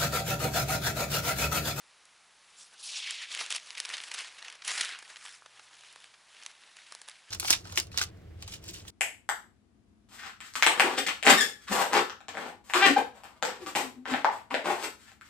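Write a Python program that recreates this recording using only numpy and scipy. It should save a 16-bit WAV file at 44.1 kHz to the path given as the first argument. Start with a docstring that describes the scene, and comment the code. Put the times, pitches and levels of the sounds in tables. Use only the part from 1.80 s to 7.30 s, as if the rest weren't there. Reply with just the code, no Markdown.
"""A lectern in a quiet room, a microphone just above it: thin book pages are slid, lifted and flipped.
Sliding paper hisses in tiny slips: noise pushed in swells through the sheet, its cut edge and the flapping page.
Creases snap in short noise bursts as the sheet buckles, and the turned page lands with a soft low thud.
The walls answer faintly; the room hisses in shaped noise, the mains hum in three sines, the upper two wavering.
All of it is dull above about 11 kHz."""
import sys
import numpy as np
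from scipy import signal
from scipy.fft import rfft, irfft, next_fast_len
from scipy.io import wavfile
from scipy.ndimage import uniform_filter1d, map_coordinates

SR = 44100
rng = np.random.default_rng(int(sys.argv[2]) if len(sys.argv) > 2 else 0)


def dump(signal):
    """Clip the signal to [-1, 1] and save it as 16-bit WAV at the path in sys.argv[1]."""
    limited = np.clip(np.atleast_2d(signal).T, -1, 1)
    pcm = np.round(limited * 32767).astype(np.int16)
    wavfile.write(sys.argv[1], SR, pcm)


N = 242734

# What the free sheet radiates. Each row: frequency as a multiple of its ring, gain in dB.
SHEET = [(.03, -72.5), (.4, -14), (.65, -0.5), (1.01, 1), (1.5, -3.5), (2.2, -9), (6, -38.5)]
# What the cut edge of the paper radiates. Each row: frequency in Hz, gain in dB.
EDGE = [(300, -75.5), (3500, -5.5), (5500, 0), (8000, -2), (11000, -3), (13000, -5.5)]
# What the whole page radiates as it flaps. 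Each row: frequency in Hz, gain in dB.
FLAP = [(40, -46), (150, -33), (350, -12.5), (600, -7), (1100, 0), (1700, 0), (3500, -51.5)]
CRUMPLE_S = 1.5  # until then the page glides flat; after it, it buckles


def amp(db):
    """Decibels to an amplitude factor."""
    return 10 ** (np.asarray(db) / 20)


def unit(x):
    """x scaled to rms 1."""
    return x / np.sqrt(np.mean(x ** 2) + 1e-20)


def along(points, hz):
    """Read (frequency, value) points at hz, straight lines on a log frequency axis."""
    f, v = np.transpose(points)
    return np.interp(np.log(hz + 1e-3), np.log(f), v)


def wobble(rate):
    """A smooth random curve, rate knots a second."""
    knots = rng.standard_normal(int(N * rate / SR) + 4)
    return map_coordinates(knots, [np.arange(N) * rate / SR])


def filtered(x, response):
    """x times a response of frequency."""
    m = next_fast_len(N + SR // 2)
    gain = response(np.fft.rfftfreq(m, 1 / SR))
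    return irfft(rfft(x, m) * gain, m)[..., :N]


def pulse(spectrum):
    """The causal (minimum-phase) answer to one jolt, with this spectrum and energy 1."""
    size = 2 ** 11
    log_gain = np.log(amp(along(spectrum, np.fft.rfftfreq(size, 1 / SR))))
    cepstrum = irfft(log_gain, size)
    # folding the cepstrum onto positive time makes the answer causal
    cepstrum[1:size // 2] *= 2
    cepstrum[size // 2 + 1:] = 0
    answer = irfft(np.exp(rfft(cepstrum)), size)[:size // 2]
    return answer / np.linalg.norm(answer)


def air():
    """Room hiss, nearly alike on both sides, and the mains hum, whose overtones waver."""
    # Colour of the room hiss. Each row: frequency in Hz, gain in dB.
    hiss_colour = [(25, -26), (50, -23), (90, -20.5), (200, -16.5), (400, -12.5), (860, -5), (1600, -4.5),
                   (4000, -7), (9800, -14.5), (12500, -11)]
    # How much the hiss differs between the sides. 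Each row: frequency in Hz, side against middle in dB.
    hiss_apart = [(30, -11), (150, -9.5), (500, -18), (2000, -28), (5000, -18), (8000, -12.5), (12000, -13)]
    # Mains hum. Each row: frequency in Hz, level in dB rms before swell and wavering.
    hum_lines = [(60, -93), (120, -94), (180, -91)]
    # Swell of the second hum line. Each row: time in seconds, gain in dB.
    hum_swell = [(0, -4), (1.2, 1), (2.2, 3.5), (2.9, 0), (3.7, 8), (4.3, 4.5), (4.6, -5), (5.5, -5)]
    hiss_db = -60.5  # rms of the middle, before the low-pass
    t = np.arange(N) / SR
    mid, side = filtered(rng.standard_normal((2, N)), lambda hz: amp(along(hiss_colour, hz)))
    side = filtered(side, lambda hz: amp(along(hiss_apart, hz)))
    hiss = amp(hiss_db) / np.std(mid) * np.array([mid + side, mid - side])
    hum = np.zeros(N)
    for k, (hz, db) in enumerate(hum_lines):
        swell_db = (k == 1) * np.interp(t, *np.transpose(hum_swell))
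        waver_db = k * 0.47 * wobble(2.05)  # none on the lowest line
        hum += np.sqrt(2) * amp(db + swell_db + waver_db) * np.sin(2 * np.pi * hz * t)
    return hiss + hum


def strokes():
    """Pushes of the page add their power; edge, flap and ring are averages weighted by that power."""
    # Each push is a swell of friction. Each row: peak in seconds, rise in seconds, fall in seconds,
    # sheet level at the peak in dB, edge hiss in dB above the sheet, flap in dB above the sheet,
    # ring of the sheet in Hz.
    stroke_rows = [(0.25, .9, 1, -69.5, 0.5, -8, 2267), (0.7, 0.22, 0.5, -65, 1, -10, 2970),
                   (0.81, 0.073, 0.13, -58, 9.5, -9, 4270), (.94, 0.038, .03, -57.5, 5, 1, 2600),
                   (1.005, 0.04, 0.22, -52.5, 7, -6, 4900), (1.06, 0.059, 0.35, -44.5, 8, -20, 4630),
                   (1.175, 0.17, 0.1, -36.5, -13, -21, 4070), (1.29, 0.16, 0.2, -36.5, -12.5, -20, 3170),
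                   (1.419, 0.12, .09, -39, -10, -20, 2880), (1.547, 0.084, 0.047, -36.5, -11, -15.5, 3360),
                   (1.607, 0.049, 0.1, -36.5, -3.5, -9, 3050), (1.712, 0.025, 0.11, -37.5, -13, -14, 3400),
                   (1.758, 0.025, 0.022, -33, -6, -17, 3570), (1.9, 0.27, 0.13, -50, -5, -11, 3000),
                   (1.988, 0.029, 0.13, -45, -3.5, -10.5, 2800), (2.135, 0.19, 0.16, -44.5, -5, -8.5, 2600),
                   (2.28, .3, 0.59, -52.5, 3, -7, 3150), (2.411, 0.17, 0.11, -40, -8.5, -10.5, 2800),
                   (2.671, 0.16, 0.2, -50.5, -13, -6, 2700), (2.888, 0.044, 0.26, -35, -1, -11, 2770),
                   (3.019, 0.13, 0.18, -37, -5, -14, 2480), (3.17, 0.24, .05, -45.5, -17, -12.5, 2190),
                   (3.3, 0.11, 0.13, -52, -0.5, -5.5, 2360), (3.47, 0.14, 0.15, -52.5, 1.5, -15.5, 2000),
                   (3.55, 0.24, 0.039, -61, 8, -18, 2250), (3.775, .15, .08, -59.5, -2.5, -7.5, 2740),
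                   (3.832, .03, .06, -58, 0, -11, 2600), (3.93, .1, .15, -58, -6, -6, 3000),
                   (4.057, 0.094, 0.14, -54.5, -7, -13, 3130), (4.25, 0.56, 0.11, -60, -4, -8.5, 2950),
                   (4.54, 0.046, 0.44, -59.5, -9, -13, 2620), (4.68, 0.32, .12, -54.5, -5.5, -10.5, 2850),
                   (4.84, 0.1, 0.22, -60, -5, -6.5, 2800), (4.99, 0.078, 0.38, -57, -6, -18, 2600),
                   (5.137, 0.22, 0.28, -58.5, -2, -8.5, 2390), (5.29, 0.04, 0.25, -55.5, -6, -13, 2500),
                   (5.5, 0.097, .2, -58, -10, -22, 2700)]
    swell_db = 20  # what a stroke gains over its rise and loses over its fall
    roundness = 1.224  # 1 = pointed swell, more = flatter top and steeper ends
    peak, rise, fall, db, *colour = np.transpose(stroke_rows)[..., None]
    step = 64  # samples between computed points
    s = np.arange(0, N + step, step) / SR
    distance = np.abs((s - peak) / np.where(s < peak, rise, fall))
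    power = amp(db - swell_db * distance ** roundness) ** 2 + 1e-20
    total = power.sum(axis=0)
    colours = (power * colour).sum(axis=1) / total
    curves = [10 * np.log10(total), *colours]
    return [np.interp(np.arange(N) / SR, s, c) for c in curves]


def patchy(depth_db):
    """White noise whose gain wanders in small patches of time and frequency."""
    z = signal.stft(rng.standard_normal(N), nperseg=256)[2]
    field = uniform_filter1d(rng.standard_normal(z.shape), size=5, axis=0)
    field = uniform_filter1d(field, size=6, axis=1)
    return unit(signal.istft(z * amp(depth_db * unit(field)), nperseg=256)[1][:N])


def crinkle(rate, spread_db, life):
    """Envelope of small buckles at random moments, rate a second, each dying 60 dB in life seconds; rms 1."""
    happens = rng.random(N) < rate / SR
    scatter_db = spread_db * np.clip(rng.standard_normal(N), -2, 2)
    clump_db = 1.5 * wobble(25.17)  # neighbours grow and shrink together
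    size = happens * amp(scatter_db + clump_db)
    t = np.arange(SR // 50) / SR
    return unit(signal.fftconvolve(size, amp(-60 * t / life))[:N])


def bending(x, s, ring_hz):
    """x through the sheet's broad resonance, which glides as the free span of paper grows or shrinks."""
    glide_focus = 1.32  # the flat gliding sheet rings more narrowly: its slopes are this much steeper
    hz, t, z = signal.stft(x, SR, nperseg=256)
    ratio = hz[:, None] / np.interp(t, s, ring_hz)
    gain = amp(along(SHEET, ratio) * np.where(t < CRUMPLE_S, glide_focus, 1))
    gain /= np.sqrt(np.mean(gain ** 2, axis=0))
    return signal.istft(z * gain, SR, nperseg=256)[1][:N]


def radiated(x, spectrum):
    """x through a part of the page whose resonance stays put."""
    return signal.fftconvolve(x, pulse(spectrum))[:N]


def slide():
    """Smooth friction noise mixed with small buckles; all parts of the page share the slips."""
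    glide_buckle_db, crumple_buckle_db = -20, -9  # buckles in the mix, before and after the page crumples
    s = np.arange(N) / SR
    sheet_db, edge_db, flap_db, ring_hz = strokes()
    grip = amp(.8 * wobble(60) + 1.2 * wobble(200))  # the page catches and lets go
    buckle_db = np.where(s < CRUMPLE_S, glide_buckle_db, crumple_buckle_db)
    buckles = amp(buckle_db) * crinkle(rate=210, spread_db=6, life=0.012)
    force = amp(sheet_db) * unit(grip + buckles)
    sheet = bending(force * patchy(depth_db=2.0), s, ring_hz)
    edge = radiated(amp(edge_db) * force * patchy(depth_db=3.0), EDGE)
    flap = radiated(amp(flap_db) * force * patchy(depth_db=1.0), FLAP)
    return sheet + edge + flap


def ticks():
    """Small creases that give way at random once the page buckles, in the columns that snaps() reads."""
    ticks_per_s, mean_ms = 13, 1.07  # mean length is as drawn, before snaps() limits it
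    above_sliding_db, scatter_db = 3, 3
    edge_db, edge_scatter_db, flap_db = -4.5, 9, -23  # above the sheet
    span = N / SR - CRUMPLE_S
    moment, size, bright, length = rng.random((int(ticks_per_s * span), 4)).T
    s = CRUMPLE_S + span * moment
    sliding_db = strokes()[0][(s * SR).astype(int)]
    db = sliding_db + above_sliding_db + scatter_db * (2 * size - 1)
    edges = edge_db + edge_scatter_db * (2 * bright - 1)
    return list(zip(s, db, edges, np.full_like(s, flap_db), 2 * mean_ms * length))


def snaps():
    """Each crease gives way in a short burst that shakes sheet, edge and page at its own strengths."""
    # The clearest creases. Each row: time in seconds, sheet level in dB before the boost for short snaps,
    # edge in dB above the sheet, flap in dB above the sheet, length in ms.
    snap_rows = [(0.2547, -59, 7, -8, 2.3), (1.3086, -35, 10.5, -15, 1.1), (1.517, -37, -7, -26, 3.8),
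                 (1.527, -46, 9, -13, 1.4), (1.5498, -28.5, -0.5, -19, 0.24), (1.567, -37.5, -19, -8, 1.5),
                 (1.5753, -34, -5, -16, .9), (1.592, -33, -16, -25, 2.8), (1.611, -33, -11, -5.5, 5.6),
                 (1.6637, -42.5, 5.5, -19, 1.1), (1.7056, -32.5, 2.5, -17, 4), (1.7158, -36, -1, -18, 7.8),
                 (1.725, -26.5, 0.5, -26, 1.5), (1.749, -39, 9, -7.5, 1.7), (1.7631, -38, 8, -12, 2),
                 (1.7818, -39, -11, -28, 3.1), (1.9059, -34, -9, -12, 0.89), (1.952, -41, -12, -11, 5.7),
                 (1.9752, -36.5, -22, -18, 5.9), (1.9802, -34, -2, -16, 1.7), (1.9857, -39, -10, -25, 1.8),
                 (2.002, -29, 4.5, -19, 1.5), (2.0513, -32, -5, -19, 1.7), (2.0561, -35, -1.5, -11, 1.9),
                 (2.0917, -35.5, -0.5, -7, 1.3), (2.101, -37, -3, -5, 2.4), (2.1388, -31.5, -13, -20, 15),
                 (2.1692, -35.5, 1, -25, 1.2), (2.1815, -36, -9, -21, 5.9), (2.203, -33, -10.5, -19, .56),
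                 (2.2156, -45, 1, -23, 1.3), (2.238, -37, -5, -17, 4.8), (2.316, -34.5, -4, -12.5, 5.2),
                 (2.3403, -39, 5, -25, 0.82), (2.3446, -39, 4, -6, 5.8), (2.389, -41.5, 5, -23, 6.3),
                 (2.5877, -45, -6.5, -13.5, 15), (2.6262, -37, -10, -19, 1.1), (2.6486, -41, -7, -30, 5.5),
                 (2.6664, -51, -15, -8, 3.2), (2.683, -35, -16, -18, 1.5), (2.701, -41, -3, -25, 2.9),
                 (2.7256, -43.5, 1, -23, 1.2), (2.754, -49.5, 0, -5, 3.7), (2.8223, -41.5, -25, -11, 4.8),
                 (2.8504, -54.5, 17, -8, 5.3), (2.879, -33, 5, -18, 4), (2.978, -35, 2.5, -7, 9.9),
                 (3.011, -24, 1.3, -14.5, 5.2), (3.0495, -35.5, 5.5, -28, .9), (3.055, -30, -22, -29, 1.2),
                 (3.0917, -37.5, -4, -3, 2.5), (3.1347, -42, -19, -24, 5.3), (3.1895, -47, 6, -7, 3.1),
                 (3.2262, -49.5, 2, 2, 4.4), (3.302, -50.5, -4, -5, 9.7), (3.36, -39.5, -22, -28, 1.6),
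                 (3.3684, -42, -9, -16, 4.4), (3.4535, -47.5, 1.3, -3.5, 6.9), (3.4622, -40, -10, -13, 1.7),
                 (3.4743, -43, -9, -24, 1.2), (3.4827, -44, -7, -10, 2.3), (3.6221, -59, -9, 12, 1.4),
                 (3.6612, -47.5, -6, 0.5, 3.4), (3.7957, -48, -10, 0, 4.7), (3.9411, -56, 4, -9, .8),
                 (4.0093, -53, 2, -8, 2.8), (4.0365, -50, -14, -7, 3.3), (4.127, -59.5, 11, 0, 3.2),
                 (4.1602, -48, -1, 2, 1.5), (4.2037, -52.5, -1, -9, 2.7), (4.243, -44, 0, -9, .65),
                 (4.3413, -53.5, -23, -5, 8.7), (4.5378, -61, -4, -6, 1.6), (4.6258, -45.5, -7, -6, 2.8),
                 (4.6354, -48, 5, -19, 1.6), (4.663, -34, 1.8, -14, 1.16), (4.715, -49, -16, -21, 1.4),
                 (4.8367, -48.5, -17, -12, .77), (4.9689, -47, 0, -11, 3.5), (5.123, -46, 8.5, 4, 2.3),
                 (5.1506, -46, 12, 1, 0.77), (5.2166, -52.5, 12.5, 3, 2.6), (5.2798, -56.5, 8, 4.5, 3.8),
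                 (5.2865, -43, 6, -2.5, 1.8), (5.2971, -51, 9, -20, 2.4), (5.3142, -46.5, -9, -18, 2.8)]
    crease_hz = 2890  # where the sheet rings when a crease snaps
    lead = SR // 50  # room for the swell ahead of each snap, in samples
    t_ms = (np.arange(4 * lead) - lead) * 1000 / SR
    ring = [(crease_hz * ratio, db) for ratio, db in SHEET]
    parts = np.array([pulse(ring), pulse(EDGE), pulse(FLAP)])
    out = np.zeros(N + 4 * lead)
    for s, db, edge_db, flap_db, length_ms in snap_rows + ticks():
        length_ms = np.clip(length_ms, .3, 12)
        shape = np.exp(-np.abs(t_ms) / (length_ms * np.where(t_ms < 0, .4, .75)))  # quick swell, slower fall
        shape += 0.84 * np.exp(-np.abs(t_ms) / 0.059)  # the sharp crack as the fold flips through
        shape *= amp(db) * np.sqrt(1 + 0.67 / length_ms)  # a shorter snap packs into a higher peak
        noise = shape * rng.standard_normal((3, len(t_ms)))
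        burst = signal.fftconvolve(noise, parts, axes=1)[:, :len(t_ms)]
        # each part carries the energy of the shape
        burst *= np.linalg.norm(shape) / np.linalg.norm(burst, axis=1, keepdims=True)
        out[round(s * SR):][:len(t_ms)] += amp([0, edge_db, flap_db]) @ burst
    return out[lead:lead + N]


def landing():
    """The air squeezed under the page falling on the stack gives one soft low thud, a dying sine."""
    # The thud in one row: start in seconds, level in dB ahead of onset and decay, pitch in Hz,
    # time to die 60 dB in seconds.
    thud = (3.007, -41, 370, .03)
    s, db, hz, t60 = thud
    t = np.clip(np.arange(N) / SR - s, 0, None)
    onset = 1 - np.exp(-t / 0.0019)
    return amp(db - 60 * t / t60) * np.sin(2 * np.pi * hz * t) * onset


def noise_tail(x, delay):
    """x smeared into noise, delay seconds late, whose frequencies die at their own speeds."""
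    # Each row: frequency in Hz, time to die 60 dB in seconds.
    tail_decay = [(300, 0.12), (2000, 0.056), (10000, 0.05)]
    hz, t, z = signal.stft(rng.standard_normal(SR // 2), SR, nperseg=256)
    decay = amp(-60 * t / along(tail_decay, hz)[:, None])
    tail = signal.istft(z * decay, SR, nperseg=256)[1]
    late = np.pad(x, (round(delay * SR), 0))
    return signal.fftconvolve(late, tail / np.linalg.norm(tail))[:N]


def walls(pages):
    """The room's faint answer to the pages, the same on both sides."""
    return amp(-17) * noise_tail(pages, delay=.004)


def side_noise(pages):
    """A faint noise that follows the pages, opposite in sign on the two sides."""
    # Colour of this noise. Each row: frequency in Hz, gain in dB.
    side_colour = [(60, -14), (140, -19), (350, -25), (840, -34), (2020, -43.5), (4850, -36), (11700, -21)]
    side = filtered(noise_tail(pages, delay=0.0016), lambda hz: amp(along(side_colour, hz)))
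    return np.array([side, -side])


def scene():
    """The pages and the walls' answer in the middle, side noise and the air of the room around them."""
    pages = slide() + snaps() + landing()
    return pages + walls(pages) + side_noise(pages) + air()


def record(dry):
    """The sound is dull above about 11 kHz: a steep low-pass, and nothing above the limit."""
    edge_hz, top_hz = 11050, 12285
    band_edge = [(edge_hz - 150, 0), (edge_hz + 120, -26), (top_hz, -55)]  # Hz, dB
    return filtered(dry, lambda hz: amp(along(band_edge, hz)) * (hz < top_hz))


dry = scene()
out = record(dry)
dump(out)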